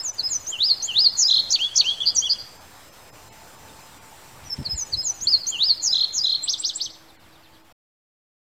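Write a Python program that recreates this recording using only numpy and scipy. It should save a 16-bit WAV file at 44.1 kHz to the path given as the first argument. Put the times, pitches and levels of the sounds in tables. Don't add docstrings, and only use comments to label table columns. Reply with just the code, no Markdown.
import sys
import numpy as np
from scipy import signal
from scipy.fft import rfft
from scipy.io import wavfile
from scipy.ndimage import uniform_filter1d

SR = 44100
rng = np.random.default_rng(int(sys.argv[2]) if len(sys.argv) > 2 else 0)


def gain_from_decibels(decibels):
    exponent = np.asarray(decibels, float) / 20
    return 10 ** exponent


def output_pcm(signal):
    pcm = np.clip(np.atleast_2d(signal).T, -1, 1) * 32767
    wavfile.write(sys.argv[1], SR, np.round(pcm).astype(np.int16))


N = 375291
END_S = 7.726

SCENE_STARTS = (0, 2.004, 5.2705)
# frequency_hz, density_db (per Hz)
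AIR_SPECTRUM = [(12, -37), (20, -1), (27, -9), (91, 1.5), (275, -8.5), (305, -3.5), (339, -7.5), (871, -4),
                (942, -5.5), (3060, -13.5), (4660, -15), (5040, -15.5), (6550, -19.5), (7470, -14.5),
                (10500, -23.5), (13600, -56), (22000, -120)]
# time_s, level_db
AIR_LEVEL = [(0, -47), (2.5, -48), (4.5, -47), (5.5, -48), (6.2, -49.5), (6.8, -52), (7.3, -53), (7.7, -54)]
# start_s, end_s, pitch_hz, level_db
THIN_TONES = [(0, 3.95, 5130, -64.5), (3.1, 4.9, 5841, -68.5), (0, 3.9, 6191, -65.5),
              (3.05, 3.9, 6901, -69), (3.05, 3.95, 7251, -65.5), (2.3, 3.2, 7420, -66.5),
              (3.2, 4.45, 7435, -71), (2.5, 3.0, 5480, -70), (3.8, 4.45, 7800, -68), (3.9, 4.5, 7084, -70),
              (3.9, 4.4, 6024, -71), (4.4, 4.9, 5140, -67), (2.5, 3.1, 6713, -72), (3.24, 3.33, 3967, -66),
              (0, 2.3, 7251, -68), (4.45, 4.8, 7450, -63), (4.72, 5.05, 7900, -62), (1.55, 2.06, 7750, -63),
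              (1.7, 2.05, 8200, -65), (2.1, 3.9, 7600, -73), (2.1, 4.7, 8470, -71.5), (2.3, 4.7, 8800, -75),
              (3.2, 4.9, 888, -60), (4.8, 7.7, 323, -63), (7.2, 7.7, 880, -68)]
# start_s, length_s, top_hz, level_db
WIND_PUFFS = [
    (4.397, 0.12, 129, -49),
    (4.575, 0.06, 198, -30),
    (4.65, 0.055, 180, -44),
    (4.713, 0.06, 88, -33.5),
    (4.919, .08, 117, -39),
    (5.21, .03, 131.4, -45),
    (5.25, 0.027, 150, -45.5),
]
# start_s, level_db
DRY_TICKS = [
    (2.004, -43),
    (4.31, -49),
    (4.328, -46),
    (4.441, -39),
    (4.567, -35),
    (4.578, -40),
    (4.627, -39),
    (5.27, -42),
    (5.321, -42),
]
# start_s, length_s, start_hz, end_hz, level_db
DISTANT_CHIRPS = [
    (3.678, 0.022, 4100, 3500, -54),
    (3.79, 0.02, 5220, 3900, -53),
    (3.906, 0.043, 4010, 3500, -59),
    (7.082, 0.023, 4400, 3600, -53),
    (7.214, 0.052, 4830, 2900, -59.5),
    (7.319, .045, 4950, 3400, -56.5),
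    (7.426, 0.047, 4750, 3000, -57.5),
    (7.534, 0.036, 4780, 3100, -55.5),
]
# start_s, length_s, start_hz, end_hz, level_db
NOTE_SCRAPS = [
    (0.002, .07, 4570, 4190, -49),
    (2.004, .022, 7200, 5800, -43),
    (2.028, .028, 5750, 6600, -43),
    (5.252, .018, 3440, 3230, -42),
    (5.275, .05, 3100, 2750, -50),
    (5.34, .06, 2800, 3100, -58),
]
# frequency_hz, density_db (per Hz)
TREBLE_SPECTRUM = [(6120, -33), (10400, -5), (14300, 2), (15400, -5.5), (15700, -7.5)]
# time_s, level_db
GRAIN_LEVEL = [(0, -20), (5.2, -20), (5.23, -40), (5.275, -40), (5.3, -20), (6.4, -19), (6.43, -15),
               (6.47, -8), (6.9, -9)]
# centre_s, loss_db
HISS_DIPS = [(.12, 10), (1.11, 6), (2.59, 5), (2.91, 8), (3.115, 14), (3.305, 15), (3.57, 5), (4.0, 7),
             (4.52, 4), (4.76, 8), (4.83, 4), (5.05, 5), (5.43, 4), (5.8, 5), (6.12, 4), (6.65, 5),
             (6.76, 5), (6.93, 5), (7.18, 15), (7.63, 6)]

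# time_s (from note start), pitch_hz, level_db
DIP = [(0, 4950, -24), (.011, 4640, -4), (.018, 4370, 1), (.03, 4040, -4), (.041, 3950, -30)]
FLAT = [(0, 5000, -22), (.009, 5100, -4), (.028, 5070, 0), (.051, 5130, -6), (.064, 5200, -18)]
FALL = [(0, 7750, -31), (.012, 7450, -14), (.033, 6900, -1), (.06, 6230, -2), (.072, 6030, 1),
        (.082, 5970, -3), (.09, 5950, -24)]
RISE = [(0, 2400, -26), (.006, 5100, -15), (.01, 6050, 0), (.03, 6580, -.5), (.048, 7230, -1),
        (.057, 7450, -20)]
SCOOP = [(0, 3370, -18), (.008, 3250, -8), (.018, 3140, 1.5), (.05, 2740, -4), (.066, 2720, -20)]
CREST = [(0, 2750, -23), (.02, 3350, -9), (.045, 3960, .5), (.067, 4740, -1), (.082, 5120, -5),
         (.095, 5170, -7.5), (.118, 4620, 0), (.138, 4250, 2), (.161, 4150, -20)]
HOOK = [(0, 5800, 0), (.012, 5050, -1), (.024, 4620, -9), (.034, 4850, -2), (.046, 5100, -6),
        (.062, 5120, -12)]
GRACE = [(0, 5900, 0), (.005, 6500, -3), (.01, 7000, -3)]
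FLICK = [(0, 4500, -24), (.005, 5300, -5), (.011, 6300, 0), (.016, 7100, -9)]
DROP = [(0, 4150, -5), (.007, 4700, -4), (.016, 4600, 0), (.024, 4300, 1.5), (.032, 3250, -7),
        (.04, 2500, -27), (.046, 2280, -32)]
SLIDE = [(0, 2480, -18), (.006, 2680, -11), (.028, 3070, -6), (.05, 3245, -.5), (.075, 3350, -2.5),
         (.093, 3400, -11), (.105, 3420, -22)]
HUMP = [(0, 3050, -22), (.008, 3130, -7), (.025, 3310, 0), (.041, 3470, -1), (.06, 2920, -8),
        (.071, 2790, -20)]
VEE = [(0, 8550, -45), (.006, 8020, -22), (.012, 7300, -10), (.025, 6020, .5), (.034, 5680, -8),
       (.044, 5730, 2), (.064, 6670, -12.5), (.073, 6600, -21)]
PIP = [(0, 7000, -20), (.012, 7550, 0), (.022, 8050, -5), (.037, 8250, -22)]
ARCH = [(0, 2330, -30), (.01, 2700, -32), (.016, 3150, -12), (.026, 4300, 2.5), (.041, 5800, -3),
        (.051, 6400, -8), (.062, 6440, -6), (.07, 4550, -4), (.078, 3500, -4), (.092, 3050, -22)]
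HIGH_BUZZ = [(0, 6600, -26), (.012, 6750, -13), (.028, 6800, -2), (.05, 6350, 0), (.065, 5850, -4)]
LOW_BUZZ = [(0, 4420, -20), (.007, 4500, -3), (.028, 4550, 0), (.043, 4620, -3), (.052, 4680, -14)]
WARBLE = [(0, 3950, -11), (.01, 3760, 0), (.04, 3770, 0), (.124, 3870, -.5), (.135, 3910, -10)]
SIGH = [(0, 6000, -8), (.025, 5750, 0), (.036, 5920, -2), (.045, 5700, -12)]
SINK = [(0, 5500, -20), (.01, 5350, -4), (.025, 5330, 0), (.04, 5300, -4), (.046, 5250, -20)]

# shape, start_s, length_s, top_pitch_hz, level_db
FIRST_SONG = [(FLAT, -.038, .064, 5230, -25), (FALL, .022, .088, 7750, -25), (DIP, .18, .041, 4950, -18.5),
              (FLAT, .227, .063, 5190, -23.5), (FALL, .285, .09, 7750, -22), (RISE, .46, .059, 7470, -27.5),
              (SCOOP, .515, .064, 3370, -30), (CREST, .579, .164, 5140, -16), (RISE, .816, .055, 7470, -25),
              (SCOOP, .872, .066, 3370, -27), (CREST, .936, .16, 5150, -14), (HOOK, 1.223, .06, 5850, -14),
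              (GRACE, 1.491, .01, 7050, -44), (FLICK, 1.5, .016, 7150, -16),
              (FLICK, 1.514, .016, 7000, -14), (DROP, 1.529, .046, 4700, -15),
              (SLIDE, 1.589, .098, 3450, -18), (GRACE, 1.745, .01, 6980, -41),
              (FLICK, 1.754, .016, 7100, -14.5), (FLICK, 1.768, .016, 6850, -12),
              (DROP, 1.783, .046, 4680, -13.2), (SLIDE, 1.84, .108, 3400, -18),
              (HUMP, 1.983, .07, 3470, -21), (VEE, 2.144, .073, 8550, -15), (HUMP, 2.217, .072, 3455, -22)]
# shape, start_s, length_s, top_pitch_hz, level_db
SECOND_SONG = [(SIGH, 4.449, .043, 6000, -40.5), (SINK, 4.496, .046, 5500, -24.5),
               (DIP, 4.644, .043, 5000, -25), (FLAT, 4.69, .063, 5220, -25.5),
               (FALL, 4.748, .095, 7800, -26), (DIP, 4.92, .042, 4950, -19.5),
               (FLAT, 4.964, .068, 5200, -26.5), (FALL, 5.025, .094, 7750, -22),
               (RISE, 5.203, .055, 7500, -27.5), (CREST, 5.219, .157, 5130, -15.8),
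               (RISE, 5.459, .056, 7450, -23), (SCOOP, 5.515, .066, 3390, -27),
               (CREST, 5.58, .159, 5130, -16.3), (HOOK, 5.867, .066, 5850, -18),
               (HOOK, 6.178, .068, 5780, -20), (PIP, 6.429, .038, 8250, -23.5),
               (PIP, 6.589, .038, 8300, -24), (PIP, 6.749, .037, 8200, -24)]
# shape, start_s, length_s, top_pitch_hz, level_db
ARCHES = [
    (ARCH, 6.462, .095, 6470, -19.7),
    (ARCH, 6.622, .093, 6350, -21.5),
    (ARCH, 6.786, .093, 6280, -24.2),
]
# shape, start_s, length_s, top_pitch_hz, level_db
HIGH_BUZZES = [
    (HIGH_BUZZ, 1.166, .065, 6720, -15.5),
    (HIGH_BUZZ, 5.813, .062, 6750, -19.5),
    (HIGH_BUZZ, 6.125, .062, 6710, -21.5),
]
# shape, start_s, length_s, top_pitch_hz, level_db
LOW_BUZZES = [
    (LOW_BUZZ, 2.056, .051, 4620, -15),
    (LOW_BUZZ, 2.292, .048, 4700, -17),
]
# shape, start_s, length_s, top_pitch_hz, level_db
WARBLES = [
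    (WARBLE, 1.279, .135, 3950, -16),
    (WARBLE, 5.922, .135, 3940, -19),
    (WARBLE, 6.235, .135, 3930, -20.6),
]


def evened(x):
    return x / np.sqrt(np.mean(x ** 2) + 1e-20)


def read(points, hz):
    f, value = np.transpose(points)
    return np.interp(np.log(hz + 1), np.log(f + 1), value)


def add(mix, s, sound):
    part = mix[round(s * SR):][:len(sound)]
    part += sound[:len(part)]


def drift(count, span):
    size = max(int(span * SR), 2)
    return evened(uniform_filter1d(uniform_filter1d(rng.standard_normal(count), size), size))


def smooth(grid, bins, frames):
    return uniform_filter1d(uniform_filter1d(grid, size=bins, axis=0), size=frames, axis=1)


def air():
    frames, hz = N // 256 + 5, np.fft.rfftfreq(1024, 1 / SR)
    real, imag, patches = rng.standard_normal((frames, 513, 3)).T
    patches = evened(smooth(patches, 10, 10))
    fall_db = np.interp(np.arange(frames) * 256 / SR, *np.transpose(AIR_LEVEL)) - AIR_LEVEL[1][1]
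    dulling_db = .8 * fall_db * np.clip(hz / 3000 - 1.5, 0, 1)[:, None]
    z = (real + 1j * imag) * gain_from_decibels(read(AIR_SPECTRUM, hz)[:, None] + 1.7 * patches + dulling_db)
    hiss = evened(signal.istft(z, nperseg=1024, noverlap=768)[1][:N])
    out = gain_from_decibels(np.interp(np.arange(N) / SR, *np.transpose(AIR_LEVEL))) * hiss
    for start, end, tone_hz, db in THIN_TONES:
        t = np.arange(start, end, 1 / SR)
        gate = np.clip(np.minimum(t - start, end - t) / .04, 0, 1)
        phase = 2 * np.pi * np.cumsum(tone_hz + 4.0 * drift(len(t), .03)) / SR
        level = gain_from_decibels(db + 1.5 * drift(len(t), .05))
        add(out, start, np.sqrt(2) * level * gate * np.sin(phase))
    return out


def wind():
    out = np.zeros(N)
    for s, length, top_hz, db in WIND_PUFFS:
        band = signal.butter(2, [top_hz / 3, top_hz], "band", fs=SR, output="sos")
        push = signal.sosfilt(band, rng.standard_normal(SR // 4))
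        push = evened(push[-int(length * SR):])
        add(out, s, gain_from_decibels(db) * push * signal.windows.tukey(len(push), .6))
    decay = np.exp(-np.arange(1200) / 260)
    tick_band = signal.butter(2, [1600, 5500], "band", fs=SR)
    for s, db in DRY_TICKS:
        add(out, s, gain_from_decibels(db) * signal.lfilter(*tick_band, rng.standard_normal(len(decay))) * decay)
    return out


def note(rows, swing_hz, rate_hz, throb, waver=0.0046):
    s, hz, db = np.transpose(rows)
    t = np.arange(s[0] - .002, s[-1] + .003, 1 / SR)
    cycle = 2 * np.pi * rate_hz * (t - s[0])
    swing = -np.cos(cycle) - .24 * np.cos(2 * cycle)
    glide = uniform_filter1d(np.interp(t, s, hz), size=130, mode="nearest")
    pitch = glide * (1 + waver * drift(SR // 5, .002)[:len(t)])
    pitch = pitch + swing_hz * swing * np.linspace(.7, 1.12, len(t))
    phase = 2 * np.pi * np.cumsum(pitch) / SR
    tone = np.sqrt(2) * np.sin(phase) + gain_from_decibels(-47) * np.sin(2 * phase)
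    flutter_db = 2.7 * np.minimum(drift(SR // 5, .003)[:len(t)], .6)
    level = gain_from_decibels(np.interp(t, s, db) + flutter_db) * np.clip(1 + throb * swing, .05, None)
    edges = np.clip(np.minimum(t - t[0], t[-1] - t) / 0.0027, 0, 1)
    return t[0], level * edges * tone


def far_bird():
    out = np.zeros(N)
    for s, length, start_hz, end_hz, db in DISTANT_CHIRPS + NOTE_SCRAPS:
        middle = (s + length / 2, (start_hz + end_hz) / 2, db + 3)
        rows = [(s, start_hz, db + 2), middle, (s + length, end_hz, db + 1)]
        add(out, *note(rows, swing_hz=0, rate_hz=0, throb=0, waver=.012))
    blur = rng.standard_normal(1500) * np.exp(-np.arange(1500) / 150)
    return gain_from_decibels(-4) * signal.fftconvolve(out, blur / np.linalg.norm(blur))[:N]


def placed(shape, start, length, top_hz, db):
    s, hz, rel_db = np.transpose(shape)
    times = start + (s - s[0]) * length / (s[-1] - s[0])
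    return np.transpose([times, hz * top_hz / hz.max(), rel_db + db])


def songbird():
    out = np.zeros(N)
    voices = [(FIRST_SONG + SECOND_SONG, dict(swing_hz=0, rate_hz=0, throb=0)),
              (ARCHES, dict(swing_hz=0, rate_hz=0, throb=0, waver=.015)),
              (HIGH_BUZZES, dict(swing_hz=480, rate_hz=166, throb=.2, waver=.012)),
              (LOW_BUZZES, dict(swing_hz=370, rate_hz=173, throb=.5, waver=.014)),
              (WARBLES, dict(swing_hz=540, rate_hz=37.6, throb=.58))]
    for notes, voice in voices:
        for row in notes:
            s, sound = note(placed(*row), **voice)
            heard = max([s] + [cut for cut in SCENE_STARTS if s < cut < s + len(sound) / SR])
            kept = sound[round((heard - s) * SR):]
            add(out, heard, kept * np.minimum(np.arange(len(kept)) / 40, 1))
    return out


def wood(x):
    t = np.arange(SR // 2) / SR
    taps = rng.standard_normal(len(t)) * (rng.random(len(t)) < .09) * (t > .0012)
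    leaves = gain_from_decibels(-17.8) * gain_from_decibels(-60 * t / .05)
    tree_line = gain_from_decibels(-36) * np.exp(-((t - .088) / .0105) ** 2)
    clearing = np.interp(t, [.02, .045, .07, .085], [1, .36, .36, 1])
    tail = clearing * gain_from_decibels(-31.5) * gain_from_decibels(-60 * t / 0.6)
    far = signal.lfilter([.45], [1, -.55], taps * np.sqrt(tree_line ** 2 + tail ** 2))
    far = signal.lfilter(*signal.butter(2, 2200, "high", fs=SR), far)
    path = taps * leaves + far + (t == 0)
    song_band = abs(rfft(path))[1500:3500]
    return gain_from_decibels(0.2) * signal.fftconvolve(x, path / np.sqrt(np.mean(song_band ** 2)))[:N]


def scene():
    return (wood(songbird() + far_bird()) + air() + wind())[None]


def grained(z, hz, t):
    power = abs(z) ** 2
    near, wide = smooth(power, 14, 6) + 1e-18, smooth(power, 40, 6) + 1e-18
    real, imag = rng.standard_normal((len(t), len(hz), 2)).T
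    dropped = rng.random((len(t) // 8 + 1, 86)).T.repeat(8, axis=1).repeat(6, axis=0) < .3
    dropped = dropped[:len(hz), :len(t)]
    z = z * gain_from_decibels(-22 * (dropped & (near < wide * gain_from_decibels(-40))))
    grain = gain_from_decibels(np.interp(t, *np.transpose(GRAIN_LEVEL))) * np.sqrt(abs(near)) * (real + 1j * imag)
    return z + grain * (hz > 2000)[:, None]


def copied_treble(z, hz, t, high, fade):
    copy = np.roll(z, 176, axis=0) * high
    power = smooth(abs(copy) ** 2, 130, 11) + 1e-18
    rest = gain_from_decibels(read(TREBLE_SPECTRUM, hz)[:, None] - 34) * fade
    real, imag, broken = rng.standard_normal((len(t), len(hz), 3)).T
    broken = gain_from_decibels(2.5 * evened(smooth(broken, 16, 3)))
    treble = copy / np.sqrt(power) * (power / (gain_from_decibels(-33) * fade) ** 2) ** 0.11
    lines = smooth(abs(treble) ** 2, 12, 3)
    treble = treble * broken ** np.clip(lines - 1, 0, 1) / (1 + lines) ** 0.18
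    blocks = rng.standard_normal((len(t) // 14 + 1, 11)).T.repeat(14, axis=1).repeat(50, axis=0)
    blocks = blocks[:len(hz), :len(t)]
    treble = treble + gain_from_decibels(-8 + 5.0 * blocks * (lines < .3)) * (real + 1j * imag)
    treble = treble * gain_from_decibels(-25 * ((blocks < -1.1) & (lines < .3)))
    return treble * rest


def band_limit(x):
    return signal.sosfilt(signal.butter(12, 15840, fs=SR, output="sos"), x)


def record(dry):
    hz, t, z = signal.stft(dry[0], SR, nperseg=1024, noverlap=768)
    z = grained(z, hz, t)
    high = (hz > 10480)[:, None]
    fade = gain_from_decibels(np.interp(t, *np.transpose(AIR_LEVEL)))
    z = np.where(high, copied_treble(z, hz, t, high, fade), z)
    loss_db = sum(db * np.exp(-((t - s) / 0.017) ** 4) for s, db in HISS_DIPS)
    quiet = abs(z) < gain_from_decibels(-22) * fade
    z = z * gain_from_decibels(-loss_db * quiet * np.clip(hz / 900, 0, 1)[:, None])
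    x = signal.istft(z, SR, nperseg=1024, noverlap=768)[1][:N]
    x = (x + .0015) * np.clip((END_S - np.arange(N) / SR) / .002, 0, 1)
    return band_limit(x[None])


dry = scene()
out = record(dry)
output_pcm(out)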